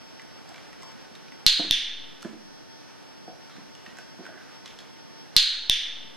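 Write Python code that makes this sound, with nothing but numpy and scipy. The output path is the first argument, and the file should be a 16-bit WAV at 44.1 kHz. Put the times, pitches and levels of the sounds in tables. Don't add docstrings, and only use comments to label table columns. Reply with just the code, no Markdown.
import sys
import numpy as np
from scipy import signal
from scipy.fft import rfft, irfft
from scipy.io import wavfile

SR = 44100
rng = np.random.default_rng(int(sys.argv[2]) if len(sys.argv) > 2 else 0)


def volts(x):
    e = np.asarray(x, float) / 20
    return 10 ** e


def bounce(signal):
    frames = np.transpose(np.atleast_2d(signal))
    limited = np.clip(frames, -1, 1)
    pcm = np.round(limited * 32767).astype(np.int16)
    wavfile.write(sys.argv[1], SR, pcm)


N = 271682

# f/Hz, density/dB
HISS_MID = [(18, -12), (30, 14.5), (55, -20), (295, -2.5), (801, -3), (889, -7), (988, -7), (1500, -6),
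            (3980, -15), (5590, -14), (6380, -23), (11100, -28), (16000, -34)]
HISS_SIDE = [(18, -27), (30, -5), (43, -7), (138, 6.5), (259, 6), (913, -7), (1040, -10), (1190, -8.5),
             (4190, -28.5), (5590, -26), (6380, -27), (13300, -34), (16000, -48)]
HISS_MID_DB, HISS_SIDE_DB = -54.5, -48
DRUM_HZ = 300
DRUM_ORDERS = [1, 3, 5, 6, 11, 13, 14, 15, 16, 17, 18, 19, 20, 23]
WHINE = [(-70, -81), (-63.5, -74), (-68.5, -82), (-70, -90), (-72, -65), (-77, -88), (-86.5, -69),
         (-69, -72), (-72, -80), (-70.5, -88), (-68, -58), (-69.5, -163.5), (-77.5, -69), (-84.5, -82)]
CAPSTAN_HZ = [2902, 3451, 3775, 4075, 4400, 4700, 5227, 5372, 5480, 5819]
CAPSTAN_DB = -78
# f/Hz, width/Hz, rms/dB
GEAR = [(5550, 210, -85.5), (10720, 580, -79), (8790, 200, -84)]

# t/s, level/dB
RUSTLE = [(0.0, -55.5), (0.9, -54), (1.5, -59), (2.6, -61), (3.3, -60), (3.5, -58), (4.8, -55.5),
          (5.1, -58.5), (6.16, -60.5)]
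# f/Hz, density/dB
CLOTH = [(150, -15.5), (500, -0.5), (1200, 1.5), (2500, -3.5), (5000, -8.5), (12000, -28.5)]

# t/s, peak/dB, f/Hz, bright edge/dB
CLAWS = [(0.1955, -33.5, 2010, -49), (0.2188, -41, 1810, -45), (0.491, -46, 1800, -39.5),
         (0.5427, -35.5, 2170, -49), (0.5594, -35, 2340, -49), (0.5794, -35, 2080, -58),
         (0.7297, -37, 1910, -48), (0.8225, -37.5, 2060, -41), (0.832, -36, 1050, -40),
         (0.9179, -42, 1600, -46), (1.1523, -37.5, 3690, -54), (1.2823, -38, 2480, -55),
         (1.3204, -34.5, 1970, -48)]
TOY_TICKS = [(2.2095, -40, 3230, -65), (2.222, -36, 2900, -42), (2.2276, -34, 1380, -33),
             (2.2463, -30, 1700, -65), (3.4965, -37.5, 1340, -52), (3.5652, -39, 1610, -52),
             (3.751, -40, 2870, -44), (3.862, -30, 1850, -52), (3.8628, -38, 2720, -55),
             (3.97, -39, 1570, -44), (3.9855, -30.5, 1530, -39), (4.185, -44, 1020, -56),
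             (4.253, -34, 1500, -52), (4.2643, -29.5, 1514, -44), (4.3757, -36, 1540, -57),
             (4.409, -39, 1570, -74)]
# t/s, peak/dB, bright edge/dB
TAG = [
    (4.6585, -29.5, -45),
    (4.6766, -34, -56),
    (4.708, -42, -62),
    (4.788, -31.5, -48),
    (4.803, -36.5, -59),
]
TAG_HZ = 3370
TICK_T60_S, FIZZ_DB = 0.028, -17
TICK_ROOM_DB, TICK_ECHO_DB = -9, -12

# t/s, length/s, centre f/Hz, level/dB
SCUFFS = [(.49, 0.062, 680, -55.5), (.84, 0.064, 1050, -54.5), (3.289, 0.12, 640, -54.5),
          (3.489, 0.11, 3700, -59.5), (4.195, 0.067, 348, -53), (4.26, 0.2, 1570, -54.5),
          (4.317, 0.079, 340, -57), (4.349, 0.037, 676, -53.5), (4.671, 0.054, 3320, -54)]
SCUFF_WIDTH = 1.15

# t/s, peak/dB, favoured f/Hz
KNOCKS = [(1.11, -53.5, 220), (1.594, -24.5, 318), (1.598, -35, 650), (1.644, -36, 348), (1.672, -43, 220),
          (2.248, -32, 271), (2.299, -48, 300), (2.329, -44, 300), (3.276, -39, 675), (3.58, -45, 240),
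          (3.873, -51.5, 220), (3.984, -49.5, 674), (4.189, -42, 255), (4.2, -44, 330), (4.289, -43.5, 720),
          (6.042, -54, 230)]
# f/Hz, t60/s
BODY = [(228, 0.068), (330, 0.094), (505, 0.043), (688, 0.053)]
KNOCK_PAN_DB = [-9, -1, -1, 1]
KNOCK_NARROW_DB_PER_OCTAVE = 9
KNOCK_ROOM_DB, KNOCK_ECHO_DB = -7, -2.5

# t/s, peak/dB, left and right input charge under overload/dB
PRESS = [
    (1.4646, 6.15, -34, -28),
    (5.3652, 6.6, -35, -28.5),
]
RELEASE = [
    (1.71, 2.3, -27, -29),
    (5.69735, 2.86, -26, -29),
]
# f/Hz, level/dB, t60/s
PRESS_MODES = [(2210, -21.5, 0.016), (3010, -10.5, 0.011), (3570, -4.5, 0.013), (3903, -4, 0.0068),
               (4140, -1.5, 0.02), (4405, -3.5, 0.012), (4770, 2, 0.0067), (5750, -1, 0.004),
               (6670, -18.5, 0.015), (7730, -5.5, 0.0033), (10100, -16, 0.01), (11500, 7, 0.0016),
               (15500, -54, 0.0033)]
RELEASE_MODES = [(1990, -22.5, 0.0096), (2960, -11.5, 0.005), (3210, -11, 0.012), (3566, 0, 0.011),
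                 (3740, -7.5, 0.007), (4500, -1, 0.004), (5300, -5, 0.0052), (5850, -8.5, 0.0057),
                 (6950, -16, .007), (9100, -19, 0.01), (10700, -19.5, 0.0064), (12050, -14, 0.0051),
                 (13600, -21, .002)]
# f/Hz, density/dB
PRESS_ALL_ROUND = [(590, -74), (1000, -23), (1240, -26.5), (1480, -14), (1710, -14), (2010, -16),
                   (2530, -11), (4100, 6), (5030, -6.5), (5200, -17.5), (6600, -12.5), (6800, -18.5),
                   (10400, -26), (14300, -40), (15500, -73)]
RELEASE_ALL_ROUND = [(590, -75), (1000, -34), (1430, -21.5), (1710, -11), (2530, -8), (3610, 7), (4000, -6),
                     (5100, -9), (6150, -9), (7400, -33), (8940, -22), (12500, -34.5), (13500, -49),
                     (14800, -58), (15500, -91)]
# f/Hz, level/dB, t60/s
TONGUE_RING = [
    (4115, -5, .012),
    (3620, -7, .009),
]
CRACK_DB, CRACK_HZ = -29, 11200
RELEASE_ECHO_DB = -12

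# delay/ms, level/dB, left minus right/dB
ECHOES = [(6.61, -10, 4), (8.22, -11, 3), (11.37, -9, -1), (14.4, -8, 0), (16.57, -11, -2), (18.36, -14, 1),
          (20.35, -12, 3), (23.36, -13.5, 1.5), (26.4, -16, 3), (31.17, -12.5, 2), (33.24, -14, -3),
          (39.5, -18, 3), (54, -19, 0.5), (62.9, -15, -0.5)]
ECHO_CUT_HZ = 6600
# f/Hz, t60/s
ROOM_T60 = [(200, 0.54), (700, 0.66), (1500, 0.9), (3500, 0.74), (6000, 0.57), (10000, 0.39),
            (15000, 0.326)]
# f/Hz, side minus mid/dB
ROOM_SIDE = [(200, 3), (700, -15), (1300, -24), (2400, -12), (4400, -9), (8000, -3), (15000, 2)]
# f/Hz, level/dB
ROOM_COLOUR = [(200, -1.5), (700, -8.5), (1500, 3), (3500, 1), (7000, 1.5), (15000, 2.5)]
ROOM_DB, ROOM_RISE_S = -30, 0.0054

BASS_CUT_HZ, BALANCE_DB = 52, -1.42
CLIP_LEVEL, COUPLING_HZ, CUTOFF_HZ = 0.87, 1.51, 14000
JOLT_DB, JOLT_S = -32.5, 0.00243


def rms_one(x):
    return x / np.sqrt(np.mean(x ** 2) + 1e-20)


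def at_hz(points, hz):
    table_hz, values = np.transpose(points)
    return np.interp(np.log(hz + 1), np.log(table_hz), values)


def filtered(x, order, hz, kind):
    return signal.sosfilt(signal.butter(order, hz, kind, fs=SR, output="sos"), x)


def drift(rate_hz):
    pole = np.exp(-80 * np.pi * rate_hz / SR)
    white = rng.standard_normal(N // 40 + 2002)
    slow = signal.lfilter([1], [1, -2 * pole, pole * pole], white)[2000:]
    return np.interp(np.arange(N) / 40, np.arange(len(slow)), rms_one(slow))


def coloured(spectrum):
    hz = np.fft.rfftfreq(N, 1 / SR)
    white = rng.standard_normal(N)
    return rms_one(irfft(rfft(white) * volts(at_hz(spectrum, hz)), N))


def add(track, start_s, sound):
    i = round(start_s * SR)
    track[..., i:i + sound.shape[-1]] += sound[..., :N - i]


def ringing(hz, db, t60_s, rise_s):
    t = np.arange(round(t60_s * SR)) / SR
    envelope = volts(db - 60 * t / t60_s) * (1 - np.exp(-t / rise_s))
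    return envelope * np.sin(2 * np.pi * hz * t)


def stereo(mid, side):
    return np.array([mid + side, mid - side])


def recorder_noise():
    t = np.arange(N) / SR
    mid = volts(HISS_MID_DB) * coloured(HISS_MID)
    side = volts(HISS_SIDE_DB) * coloured(HISS_SIDE)
    wobble = [drift(2.9), drift(8.6), drift(7.5)]
    lines = [(order * DRUM_HZ, *db) for order, db in zip(DRUM_ORDERS, WHINE)]
    lines += [(hz, CAPSTAN_DB, CAPSTAN_DB - 10) for hz in CAPSTAN_HZ]
    phases = rng.uniform(0, 2 * np.pi, (len(lines), 2))
    for k, ((hz, mid_db, side_db), phase) in enumerate(zip(lines, phases)):
        turn = 2 * np.pi * hz * t
        height = np.sqrt(2) * volts(2.3 * wobble[k % 3])
        mid = mid + height * volts(mid_db) * np.sin(turn + phase[0])
        side = side + height * volts(side_db) * np.sin(turn + phase[1])
    beat = 1 + 0.37 * np.cos(2 * np.pi * DRUM_HZ * t)
    for hz, width_hz, db in GEAR:
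        band_hz = [hz - width_hz / 2, hz + width_hz / 2]
        noise = filtered(rng.standard_normal((2, N)), order=1, hz=band_hz, kind="band")
        gear = volts(db) * beat * rms_one(noise)
        mid, side = mid + gear[0], side + gear[1]
    return stereo(mid, side)


def rustle():
    s, db = np.transpose(RUSTLE)
    level_db = np.interp(np.arange(N) / SR, s, db) + 1
    gain = volts(level_db + 2.0 * drift(10.0))
    return stereo(gain * coloured(CLOTH), 0.4 * gain * coloured(CLOTH))


def ticks():
    out, t = np.zeros(N), np.arange(round(SR / 20)) / SR
    rows = CLAWS + TOY_TICKS + [(s, db, TAG_HZ, edge_db) for s, db, edge_db in TAG]
    noise = rng.standard_normal((len(rows), 3, len(t)))
    for (s, db, hz, edge_db), (scratch, crisp, fizz) in zip(rows, noise):
        scratch = filtered(scratch, order=2, hz=[hz * 0.51, hz * 1.5], kind="band")
        crisp = filtered(crisp, order=2, hz=[3500, 8000], kind="band")
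        fizz = filtered(fizz, order=2, hz=[8000, 14000], kind="band")
        t60_s = TICK_T60_S * np.sqrt(2000 / hz)
        add(out, s, ringing(hz, db - 3.5, t60_s, rise_s=0.00072))
        add(out, s, volts(db + 1.0 - 55 * t / TICK_T60_S) * scratch)
        add(out, s, volts(edge_db + 4.5 - 60 * t / 0.011) * (crisp + volts(FIZZ_DB) * fizz))
    return out * volts([[-0.3], [0.3]])


def scuffs():
    out, lumps = np.zeros(N), volts(1.8 * drift(40))
    noises = rng.standard_normal((len(SCUFFS), SR // 2))
    for (s, length_s, hz, db), noise in zip(SCUFFS, noises):
        t = np.arange(round(2 * length_s * SR)) / SR
        band_hz = [hz / SCUFF_WIDTH, hz * SCUFF_WIDTH]
        rub = rms_one(filtered(noise, order=2, hz=band_hz, kind="band"))[:len(t)]
        envelope = (1 - np.exp(-t / 0.0054)) / (1 + (t / length_s) ** 6)
        add(out, s, volts(db) * rub * envelope)
    return out * lumps


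def knocks():
    out, t = np.zeros((2, N)), np.arange(round(SR / 20)) / SR
    noise = rng.standard_normal((len(KNOCKS), len(t)))
    slaps = filtered(noise, order=2, hz=[170, 1000], kind="band")
    detunes = rng.normal(1, 0.06, (len(KNOCKS), 4))
    for (s, db, favoured_hz), detune, slap in zip(KNOCKS, detunes, slaps):
        add(out, s, slap * volts(db + 6 - 60 * t / 0.078))
        for (hz, t60_s), pan_db, factor in zip(BODY, KNOCK_PAN_DB, detune):
            loss_db = KNOCK_NARROW_DB_PER_OCTAVE * abs(np.log2(hz / favoured_hz))
            mode = ringing(hz * factor, db - loss_db + 8, t60_s, rise_s=0.0019)
            add(out, s, volts([[pan_db / 2], [-pan_db / 2]]) * mode)
    return filtered(out + 1e-18, order=4, hz=138, kind="high")


def clicker():
    direct, all_round = np.zeros(N), np.zeros(N)
    hz_axis = np.fft.rfftfreq(512, 1 / SR)
    crack = filtered(np.eye(1, 64)[0], order=2, hz=CRACK_HZ, kind="high")
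    shapes = ((PRESS, PRESS_MODES, PRESS_ALL_ROUND, 21.5, TONGUE_RING[0]),
              (RELEASE, RELEASE_MODES, RELEASE_ALL_ROUND, 18.5, TONGUE_RING[1]))
    for snaps, modes, colour, tail_db, ring in shapes:
        burst = np.roll(irfft(volts(at_hz(colour, hz_axis))), 128)
        for s, db, *_ in snaps:
            add(all_round, s, volts(db + tail_db) * burst)
            add(all_round, s, volts(db) * ringing(*ring, rise_s=0.00056))
            add(direct, s, volts(db + CRACK_DB) * crack)
            for (hz, mode_db, t60_s), chance_db in zip(modes, rng.normal(0, 1.0, len(modes))):
                lead_s = round(SR / hz / 2) / SR
                add(direct, s - lead_s, ringing(hz, db + mode_db + chance_db, t60_s, rise_s=0.00031))
    return direct, all_round


def echoes(x):
    reply = np.full((2, round(SR / 10)), 1e-18)
    for (ms, db, pan_db), sign in zip(ECHOES, rng.choice([-1, 1], len(ECHOES))):
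        lag = round(ms * SR / 1000)
        reply[0, lag] += sign * volts(db + pan_db / 2)
        reply[1, lag + round(pan_db / 2)] += sign * volts(db - pan_db / 2)
    reply = filtered(reply, order=2, hz=[500, ECHO_CUT_HZ], kind="band")
    return signal.fftconvolve(x, reply, axes=1)[:, :N]


def room(x):
    t = np.arange(SR) / SR
    reply = np.zeros((2, SR))
    edges_hz = 100 * 2 ** np.arange(0, 7.6, 0.5)
    white = rng.standard_normal((2, 2, SR))
    rise = 1 - np.exp(-(t / ROOM_RISE_S) ** 2)
    for k, (low, high) in enumerate(zip(edges_hz, edges_hz[1:])):
        mid, side = filtered(white[k % 2], order=2, hz=[low, high], kind="band")
        hz = np.sqrt(low * high)
        level_db = ROOM_DB + at_hz(ROOM_COLOUR, hz)
        decay = rise * volts(level_db - 60 * t / at_hz(ROOM_T60, hz))
        reply += stereo(mid, side * volts(at_hz(ROOM_SIDE, hz))) * decay
    return signal.fftconvolve(x, reply, axes=1)[:, :N]


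def scene():
    knock, tick = knocks(), ticks()
    snaps, snaps_all_round = clicker()
    flips_s = sorted(s - 0.002 for s, *_ in PRESS + RELEASE)
    released = np.searchsorted(flips_s, np.arange(N) / SR) % 2 == 0
    thrown = snaps * volts(RELEASE_ECHO_DB * released)
    early = echoes(thrown + volts(KNOCK_ECHO_DB) * knock + volts(TICK_ECHO_DB) * tick)
    late = room(snaps_all_round + volts(KNOCK_ROOM_DB) * knock + volts(TICK_ROOM_DB) * tick)
    whole = recorder_noise() + rustle() + tick + scuffs() + knock + snaps + early + late
    balance = volts([[BALANCE_DB / 2], [-BALANCE_DB / 2]])
    return filtered(whole, order=4, hz=BASS_CUT_HZ, kind="high") * balance


def top_cut(x):
    return signal.sosfilt(signal.butter(12, 16780, fs=SR, output="sos"), x)


def record(dry):
    level_db = 20 * np.log10(np.abs(dry).max(axis=0) + 1e-9)
    fall_db = 42.7 * np.arange(N) / SR
    held_db = np.maximum.accumulate(level_db + fall_db) - fall_db
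    over_db = np.maximum(held_db + 13.0, 0)
    attack = np.exp(-1 / (0.0039 * SR))
    x = dry * volts(-0.3 * signal.lfilter([1 - attack], [1, -attack], over_db))
    x = CLIP_LEVEL * x / (0.5 + np.abs(x / CLIP_LEVEL) ** 6) ** (1 / 6)
    charge = np.zeros((2, N))
    for s, db, left_db, right_db in PRESS + RELEASE:
        charge[:, round((s + 0.0006) * SR):] += volts([[left_db], [right_db]])
        add(x, s, volts(JOLT_DB + db) * np.hanning(round(JOLT_S * SR)))
    charge = signal.lfilter([0.2], [1, -0.8], charge)
    x = x + filtered(charge, order=2, hz=COUPLING_HZ, kind="high")
    mix = filtered(x, order=6, hz=CUTOFF_HZ, kind="low")
    return top_cut(mix)


dry = scene()
out = record(dry)
bounce(out)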